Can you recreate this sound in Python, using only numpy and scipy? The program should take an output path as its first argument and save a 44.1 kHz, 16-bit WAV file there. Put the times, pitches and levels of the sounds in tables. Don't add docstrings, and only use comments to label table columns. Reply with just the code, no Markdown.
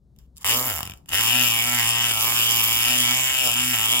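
import sys
import numpy as np
from scipy import signal
from scipy.fft import rfft, irfft, next_fast_len
from scipy.io import wavfile
from scipy.ndimage import uniform_filter1d, map_coordinates

SR = 44100
rng = np.random.default_rng(int(sys.argv[2]) if len(sys.argv) > 2 else 0)


def waveform_to_disk(signal):
    frames = np.transpose(np.atleast_2d(signal))
    scaled = np.clip(frames, -1, 1) * 32767
    samples = np.round(scaled).astype(np.int16)
    wavfile.write(sys.argv[1], SR, samples)


def makeup_ratio(level_db):
    decades = np.asarray(level_db, float) / 20
    return 10 ** decades


N = 176400
T = np.arange(N) / SR
BLOW_SIZE = np.sqrt(SR / 120)

# time in seconds, cam turns per second, rattle in dB,
# needle bite in dB, press on the lock in dB.
BURST = [
    (.445, 89.4, -30, -3.5, -6.5),
    (.5, 116, -25.5, -1.5, -7.5),
    (.54, 119, -24.5, -4.5, -7.5),
    (.59, 127, -27, -12, -6),
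    (.665, 131, -30, -9.5, -5.5),
    (.7, 109, -29.5, -6.5, -4.5),
    (.74, 92, -33, -8, -3.5),
    (.78, 72, -33, -8, -5),
    (.815, 52, -35.5, -7, 0),
]
START = [
    (1.115, 85, -46, 6.5, 4),
    (1.135, 85, -25.5, 0, -2),
    (1.169, 104, -26.5, -1.5, -14),
]


def unit(x):
    return x / np.sqrt(np.mean(x ** 2) + 1e-20)


def along(points, hz):
    f, v = np.transpose(points)
    return np.interp(np.log(hz + 1), np.log(f + 1), v)


def over_time(points):
    s, *columns = np.transpose(points)
    return [np.interp(T, s, c) for c in columns]


def smooth(x):
    return uniform_filter1d(x, size=SR // 40)


def wobble(rate, count):
    knots = rng.standard_normal((count, int(N / SR * 40)))
    place = T * min(rate, 39)
    return np.array([map_coordinates(k, [place], order=1) for k in knots])


def filtered(x, response):
    m = next_fast_len(N + SR // 2)
    return irfft(rfft(x, m) * response(np.fft.rfftfreq(m, 1 / SR)), m)[..., :N]


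def peak(f, hz, width):
    return 1j * f * width / (hz * hz - f * f + 1j * f * width)


def dark(x, hz):
    return filtered(x, lambda f: (1j * f / (hz + 1j * f)) ** 2)


def soft(x, hz):
    return filtered(x, lambda f: (hz * hz / (hz * hz - f * f + 1.2j * f * hz)) ** 2)


def spikes(s, gain):
    at = np.clip(s * SR, 8, N - 9)[:, None]
    i = at.astype(int) + np.arange(-7, 9)
    pulse = np.sinc(i - at) * np.cos((i - at) * np.pi / 16) ** 2
    return np.bincount(i.ravel(), (gain[:, None] * pulse).ravel(), N)


def struck(blows, burr_db, between, sharp=1):
    decay_s, rise_s, apart = .0011, .0002, .6
    t = np.arange(SR // 50) / SR
    tail = np.exp(-t / decay_s) * (1 - np.exp(-t / rise_s))
    tail = tail / np.linalg.norm(tail)
    envelope = makeup_ratio(burr_db) * np.abs(signal.fftconvolve(blows, tail)[:N]) + between
    grit = rng.standard_normal((3, N))
    return sharp * blows + envelope * (np.sqrt(1 - apart ** 2) * grit[0] + apart * grit[1:])


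def rung(force, modes, gain_db):
    hz, width, left_db, right_db, lead = np.transpose(modes)[:, :, None, None]
    side = np.array([[1], [-1]])
    sign = (-1.) ** np.arange(len(modes))[:, None, None]
    m = next_fast_len(N + SR // 2)
    f = np.fft.rfftfreq(m, 1 / SR)
    z = rfft(force * makeup_ratio(gain_db)[:, None], m) * sign * peak(f, hz, width)
    ports = makeup_ratio(np.concatenate([left_db, right_db], axis=1)) * np.exp(.5j * lead * side)
    return irfft((z * ports).sum(0), m)[:, :N]


def lean_db(modes, centre_hz):
    tilt_db = 15.5
    mid = np.median(centre_hz)
    octaves = np.log2(np.array(modes)[:, :1] / mid)
    return np.clip(tilt_db * octaves * np.log2(centre_hz / mid), -9, 9)


def hum():
    # frequency in Hz, level in dB per Hz.
    drone = [(15, -67), (25, -53), (43, -5.5), (66, -0.5), (78, -8.5), (96, -22), (134, -10), (2500, -63.5),
             (3250, -101), (5500, -120)]
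    # time in seconds, level in dB.
    rise = [(0, 5.5), (2.8, 8), (3.5, 6.5)]
    hum_db, hiss_db, sway_db = -59.5, -55, 2.2
    spectrum = [(12, -60), *drone[:-2], (4000, hiss_db), (16000, hiss_db - 10)]
    noise = rng.standard_normal((3, N))
    pair = filtered(noise[0] + 0.27 * noise[1:], lambda f: makeup_ratio(along(spectrum, f)))
    level_db = hum_db + over_time(rise)[0] + sway_db * wobble(5.1, count=1)
    return unit(pair) * makeup_ratio(level_db) * makeup_ratio([[1.7], [-1.7]])


def room(x):
    # frequency in Hz, 60 dB decay time in seconds.
    decay = [(200, 1), (2000, 0.11), (7000, 0.085), (14000, 0.013)]
    hz, t, z = signal.stft(rng.standard_normal((2, SR // 2)), SR, nperseg=256)
    tail = signal.istft(z * makeup_ratio(-60 * t / along(decay, hz)[:, None]), SR, nperseg=256)[1]
    tail = np.pad(tail / np.linalg.norm(tail[0]), ((0, 0), (150, 0)))
    return filtered(signal.fftconvolve(x, tail, axes=1)[:, :N], lambda f: f ** 2 / (f ** 2 + 400 ** 2))


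def cam():
    # time in seconds, cam turns per second.
    run_speed = [(1.2, 116), (1.25, 113), (1.38, 126), (1.5, 117), (1.59, 116), (1.67, 122), (1.76, 122),
                 (1.9, 117), (2.04, 120), (2.42, 116.5), (2.81, 114.5), (2.91, 125), (3.0, 125),
                 (3.21, 130), (3.4, 131), (3.47, 124), (3.72, 125), (4.0, 122)]
    # time in seconds, turns per second lost,
    # fall in seconds, recovery in seconds.
    binds = [(1.85, 5, .08, .04), (2.16, 9, .1, .16), (2.63, 3, .05, .06), (3.07, 7, .07, .09),
             (3.52, 8, .06, .06), (3.78, 14, .06, .1), (3.88, 10, .1, .06)]
    beats = [
        .7626,
        1.1546,
    ]
    early = np.array([*BURST, *START])
    speed = smooth(over_time([*early[:, :2], *run_speed])[0])
    for at, loss, fall, recovery in binds:
        speed = speed - smooth(np.interp(T, [at - fall, at, at + recovery], [0, loss, 0]))
    on = (T > BURST[0][0]) & ((T < BURST[-1][0]) | (T > START[0][0]))
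    turns = np.cumsum(speed * on * (1 + .002 * wobble(20, count=1)[0])) / SR
    late = (np.interp(beats, T, turns) + .48) % 1 - .5
    shift = np.interp(T, [.5, beats[0], 1, 1.1], [0, late[0], *late])
    turns = np.maximum.accumulate(turns - shift) + T * 1e-6
    return on, speed, turns


def effort():
    # time in seconds, rattle in dB, needle bite in dB, press on the lock in dB.
    run_effort = [(1.2, -27, 3.5, -2), (1.21, -27, -1, -8), (1.52, -27.5, -2, -9), (1.64, -30.5, 0, -6),
                  (1.89, -28, 0, -7.5), (1.93, -34, 6, 0), (2.04, -30, 3, -6.5), (2.17, -28.5, -4, -5.5),
                  (2.24, -25.5, -3.5, -7), (2.94, -29, -0.5, -7.5), (3.02, -28, 0, -10.5),
                  (3.13, -33, 4, -5), (3.41, -31.5, 2.5, -6.5), (3.47, -26, -3.5, -6.5),
                  (3.56, -32, 2, -5.5), (3.71, -28.5, -2, -13.5), (3.73, -28.5, 0.5, -5),
                  (4.0, -30.5, 0.5, -7.5)]
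    early = np.delete(np.array([*BURST, *START]), 1, axis=1)
    return [smooth(c) for c in over_time([*early, *run_effort])]


def cam_blows(on, turns, level_db):
    back_turn, flick_jitter_s, back_jitter_s, stumble = .56, .00001, .00015, .45
    scatter_db, push_scatter_db = 2.3, 1.2
    count = np.arange(600.) + .02
    luck = np.clip(rng.standard_normal((600, 5)), -2.5, 1.8)
    uneven = np.exp(stumble * 2 * wobble(39, count=1)[0, ::290][:600])
    flick = np.interp(count, turns, T, right=9) + flick_jitter_s * luck[:, 0] * uneven
    back = np.interp(count + back_turn, turns, T, right=9) + back_jitter_s * luck[:, 1]
    live = 1. * (back < 5) * np.interp(flick, T, on) * np.interp(back, T, on)
    size = BLOW_SIZE * makeup_ratio(level_db)
    hits = size * spikes(flick, live * makeup_ratio(scatter_db * luck[:, 2]))
    slaps = size * spikes(back, live * makeup_ratio(scatter_db * luck[:, 3]))
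    pushes = size * spikes(flick, live * makeup_ratio(push_scatter_db * luck[:, 4]))
    return hits, slaps, pushes


def single_knocks():
    # time in seconds, peak in dB, body over click in dB.
    knocks = [(0.1625, -58, -12), (0.1874, -47.5, -35), (0.3614, -54, -27), (0.3681, -52, -24),
              (0.3678, -41, -30), (0.3744, -42, -31), (0.3805, -36.5, -33), (0.4105, -44, -25),
              (0.414, -47, -11), (0.423, -52, -11), (0.4304, -40, -12), (0.83, -22.5, -6.5),
              (0.8531, -28.5, -7), (0.864, -36, -1), (0.8744, -30.5, -2), (0.8974, -33, -0.5),
              (0.909, -37, -7), (0.919, -41, 4), (0.9364, -39.5, -1.5), (0.9733, -48, -18),
              (0.981, -60.5, -6), (1.059, -51.5, -3), (1.0635, -62.5, -18.5), (1.078, -58, -14),
              (1.088, -44, -7), (1.0908, -31.5, -11), (1.1034, -37, -1), (1.1072, -49, 1), (1.113, -47, 0),
              (1.118, -38, -6), (1.1284, -26, -10), (1.135, -22, -17)]
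    knock_db = -10.5
    when, peak_db, body_db = np.transpose(knocks)
    clicks = spikes(when, BLOW_SIZE * makeup_ratio(peak_db + knock_db))
    taps = spikes(when, BLOW_SIZE * makeup_ratio(peak_db + body_db + knock_db))
    return clicks, taps


def scraping():
    # start in seconds, end in seconds, level in dB, level at the end in dB.
    scrapes = [
        (0.187, 0.265, -63.5, -77.5),
        (0.167, .29, -77, -86),
        (0.35, 0.418, -75, -51),
        (0.418, 0.442, -41, -58),
        (0.806, 0.965, -37, -57.5),
        (0.966, 1.05, -57, -80),
        (1.068, 1.092, -64, -54),
        (1.086, 1.117, -39, -40),
    ]
    return sum((T > a) * (T < b) * makeup_ratio(np.interp(T, [a, b], [db, end_db])) for a, b, db, end_db in scrapes)


def hand_load():
    # time in seconds, body centre in Hz, needle centre in Hz, 7.3 kHz pin ring in dB.
    grip = [(0.45, 1030, 2680, -1), (0.56, 890, 2930, -5), (0.62, 920, 2370, 1.5), (0.98, 1190, 2520, -3),
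            (1.03, 820, 2520, -2), (1.23, 1149, 2810, -3.5), (1.3, 930, 2730, -1.5), (1.54, 1010, 2580, -1),
            (2.65, 1130, 2830, -2.5), (2.86, 1070, 2680, -2), (2.91, 784, 2840, -1.5),
            (3.02, 1060, 2723, -2.5), (3.17, 920, 2680, 5), (3.34, 1070, 2630, 3), (3.5, 920, 2850, -1.5),
            (3.57, 1410, 2600, 1.5), (3.96, 1040, 2900, -1), (4.0, 925, 3000, 6)]
    return over_time(grip)


def bench_shake(on, speed, turns):
    # frequency in Hz, width in Hz, level in dB.
    bench_modes = [(85, 50, 5), (119, 24, 0), (228, 30, 1), (248, 11, 15)]
    # multiple of the turn, level in dB.
    harmonics = [(1, -42.5), (2, -50.5)]
    # time in seconds, shake in dB.
    seat = [(.45, -3.5), (.6, 3), (.72, 2.5), (.8, 1.5), (1.2, 0), (1.4, 3), (1.6, -1.5), (1.8, 1.5),
            (2.1, -1), (2.3, -1.5), (2.6, -1.5), (2.85, -2.5), (3.05, 0), (3.2, 1), (3.35, -8.5),
            (3.5, -1.5), (3.7, 2), (4.0, -3)]
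    stiff = .08

    def bench(f):
        return stiff + sum(makeup_ratio(db) * np.abs(peak(f, hz, width)) ** 2 for hz, width, db in bench_modes)

    lean = makeup_ratio(over_time(seat)[0] + wobble(5, count=len(harmonics)))
    swell = smooth(1. * on) * speed / 120 * lean
    return sum(g * makeup_ratio(db) * np.real(bench(k * speed) * np.exp(2j * np.pi * k * turns))
               for g, (k, db) in zip(swell, harmonics))


def bench_thump(on, speed, level_db, taps, pushes):
    lurch_db, coast_db, thump_db, panel_db = 28.5, 20.5, -4.5, -24
    slow = np.clip(2 - speed / 50, 0, 1)
    rocking = makeup_ratio(lurch_db) * taps + makeup_ratio(coast_db) * pushes * on * slow
    loose = pushes * (1 + 1.9 * rng.standard_normal(N))
    thump = filtered(rocking, lambda f: peak(f, 95, 88) * peak(f, 100, 160))
    thump = thump + filtered(loose, lambda f: makeup_ratio(thump_db) * peak(f, 374, 144))
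    panel = filtered(rng.standard_normal(N), lambda f: peak(f, 274, 25.125) + 0.29 * peak(f, 160, 78))
    return thump + makeup_ratio(level_db + panel_db) * on * unit(panel)


def vise_thud(pushes, drag, body_hz):
    # frequency in Hz, width in Hz, left in dB, right in dB, phase in radians by which left leads.
    vise = [(517, 156, -6.5, -8.5, 0.1), (713, 113, -1, -3, 0.49), (1077, 346, -0.5, 0.5, 0.1),
            (1333.5, 46, -1.5, 4, 1), (1670, 310, -9.5, -9, 0.55)]
    thud_db, burr_db, grip_db = 16, -15, 2.4
    gain_db = thud_db + lean_db(vise, body_hz) + grip_db * wobble(11, count=len(vise))
    return soft(dark(rung(struck(pushes, burr_db, 0.27 * drag), vise, gain_db), 346), 2670)


def needle_ring(flicks, grit, needle_hz):
    # frequency in Hz, width in Hz, left in dB, right in dB, phase in radians by which left leads.
    needle = [(1968, 700, -11.5, -7.5, 0.09), (2300, 150, -3.5, -2, 2.12), (2841, 623, -0.5, -9.5, 1.64),
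              (3204, 300, -0.5, 1.5, 2.32)]
    needle_db, burr_db, grip_db = 20.5, -14, 1.07 * 2.4
    gain_db = needle_db + 4.0 * lean_db(needle, needle_hz) + grip_db * wobble(10, count=len(needle))
    return soft(dark(rung(struck(flicks, burr_db, grit), needle, gain_db), 820), 4040)


def pin_rattle(blows, chatter, on, ring_db, pin_db):
    # frequency in Hz, width in Hz, left in dB, right in dB, phase in radians by which left leads.
    steel = [(4600, 3060, -7.5, -9.5, 3.36), (5280, 250, -16, -3, 4.1), (7336, 433, -10, -4, 5.16),
             (9580, 1150, -5.5, -13, 7.85), (11830, 4800, -8, -18, 6.15), (12880, 430, -20, -7.5, 7.5),
             (13840, 700, -29.5, -12, 7.3)]
    rattle_db, drift_db, burr_db, sharp = 10, 1.6, 5.5, .5
    bite_share, idle_db, bright_hz = 0.43, 2.5, 9500
    bite_db = np.where(on, bite_share * ring_db, idle_db) / (1 + (np.array(steel)[:, :1] / bright_hz) ** 8)
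    bite_db[2] = bite_db[2] + pin_db
    force = struck(blows, burr_db, chatter, sharp)
    return dark(rung(force, steel, rattle_db + drift_db * wobble(9, count=len(steel)) + bite_db), 2680)


def tool():
    # frequency in Hz, width in Hz, depth from 0 to 1.
    valleys = [(4150, 850, .75), (8600, 600, .7)]
    back_db, back_ring_db, tap_thud_db, chatter_db, ring_grit = -2, -7, -2.5, -1, .08
    on, speed, turns = cam()
    level_db, ring_db, thud_db = effort()
    hits, slaps, pushes = cam_blows(on, turns, level_db)
    clicks, taps = single_knocks()
    drag = scraping()
    body_hz, needle_hz, pin_db = hand_load()

    chatter = on * makeup_ratio(level_db + chatter_db) + drag
    rattle = pin_rattle(hits + makeup_ratio(back_db) * slaps + clicks, chatter, on, ring_db, pin_db)
    flicks = makeup_ratio(ring_db) * (pushes + makeup_ratio(back_ring_db) * slaps) + taps
    grit = ring_grit * on * makeup_ratio(level_db + ring_db) + 0.22 * drag
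    ring = needle_ring(flicks, grit, needle_hz)
    pushes = pushes * makeup_ratio(thud_db) + makeup_ratio(tap_thud_db) * taps
    metal = rattle + ring + vise_thud(pushes, drag, body_hz)
    metal = filtered(metal, lambda f: np.prod([1 - depth * peak(f, hz, width) for hz, width, depth in valleys], axis=0))
    low = bench_shake(on, speed, turns) + bench_thump(on, speed, level_db, taps, pushes)
    return metal + low * makeup_ratio([[.8], [-.8]])


def scene():
    near = tool()
    return near + makeup_ratio(-12) * room(near) + hum()


def band_limit(x):
    return signal.sosfilt(signal.butter(12, 16800, fs=SR, output="sos"), x)


def record(dry):
    top_hz, edge_hz = 15850, 30
    mix = filtered(dry, lambda hz: (1 - np.tanh((hz - top_hz) / edge_hz)) / 2)
    return band_limit(mix)


dry = scene()
out = record(dry)
waveform_to_disk(out)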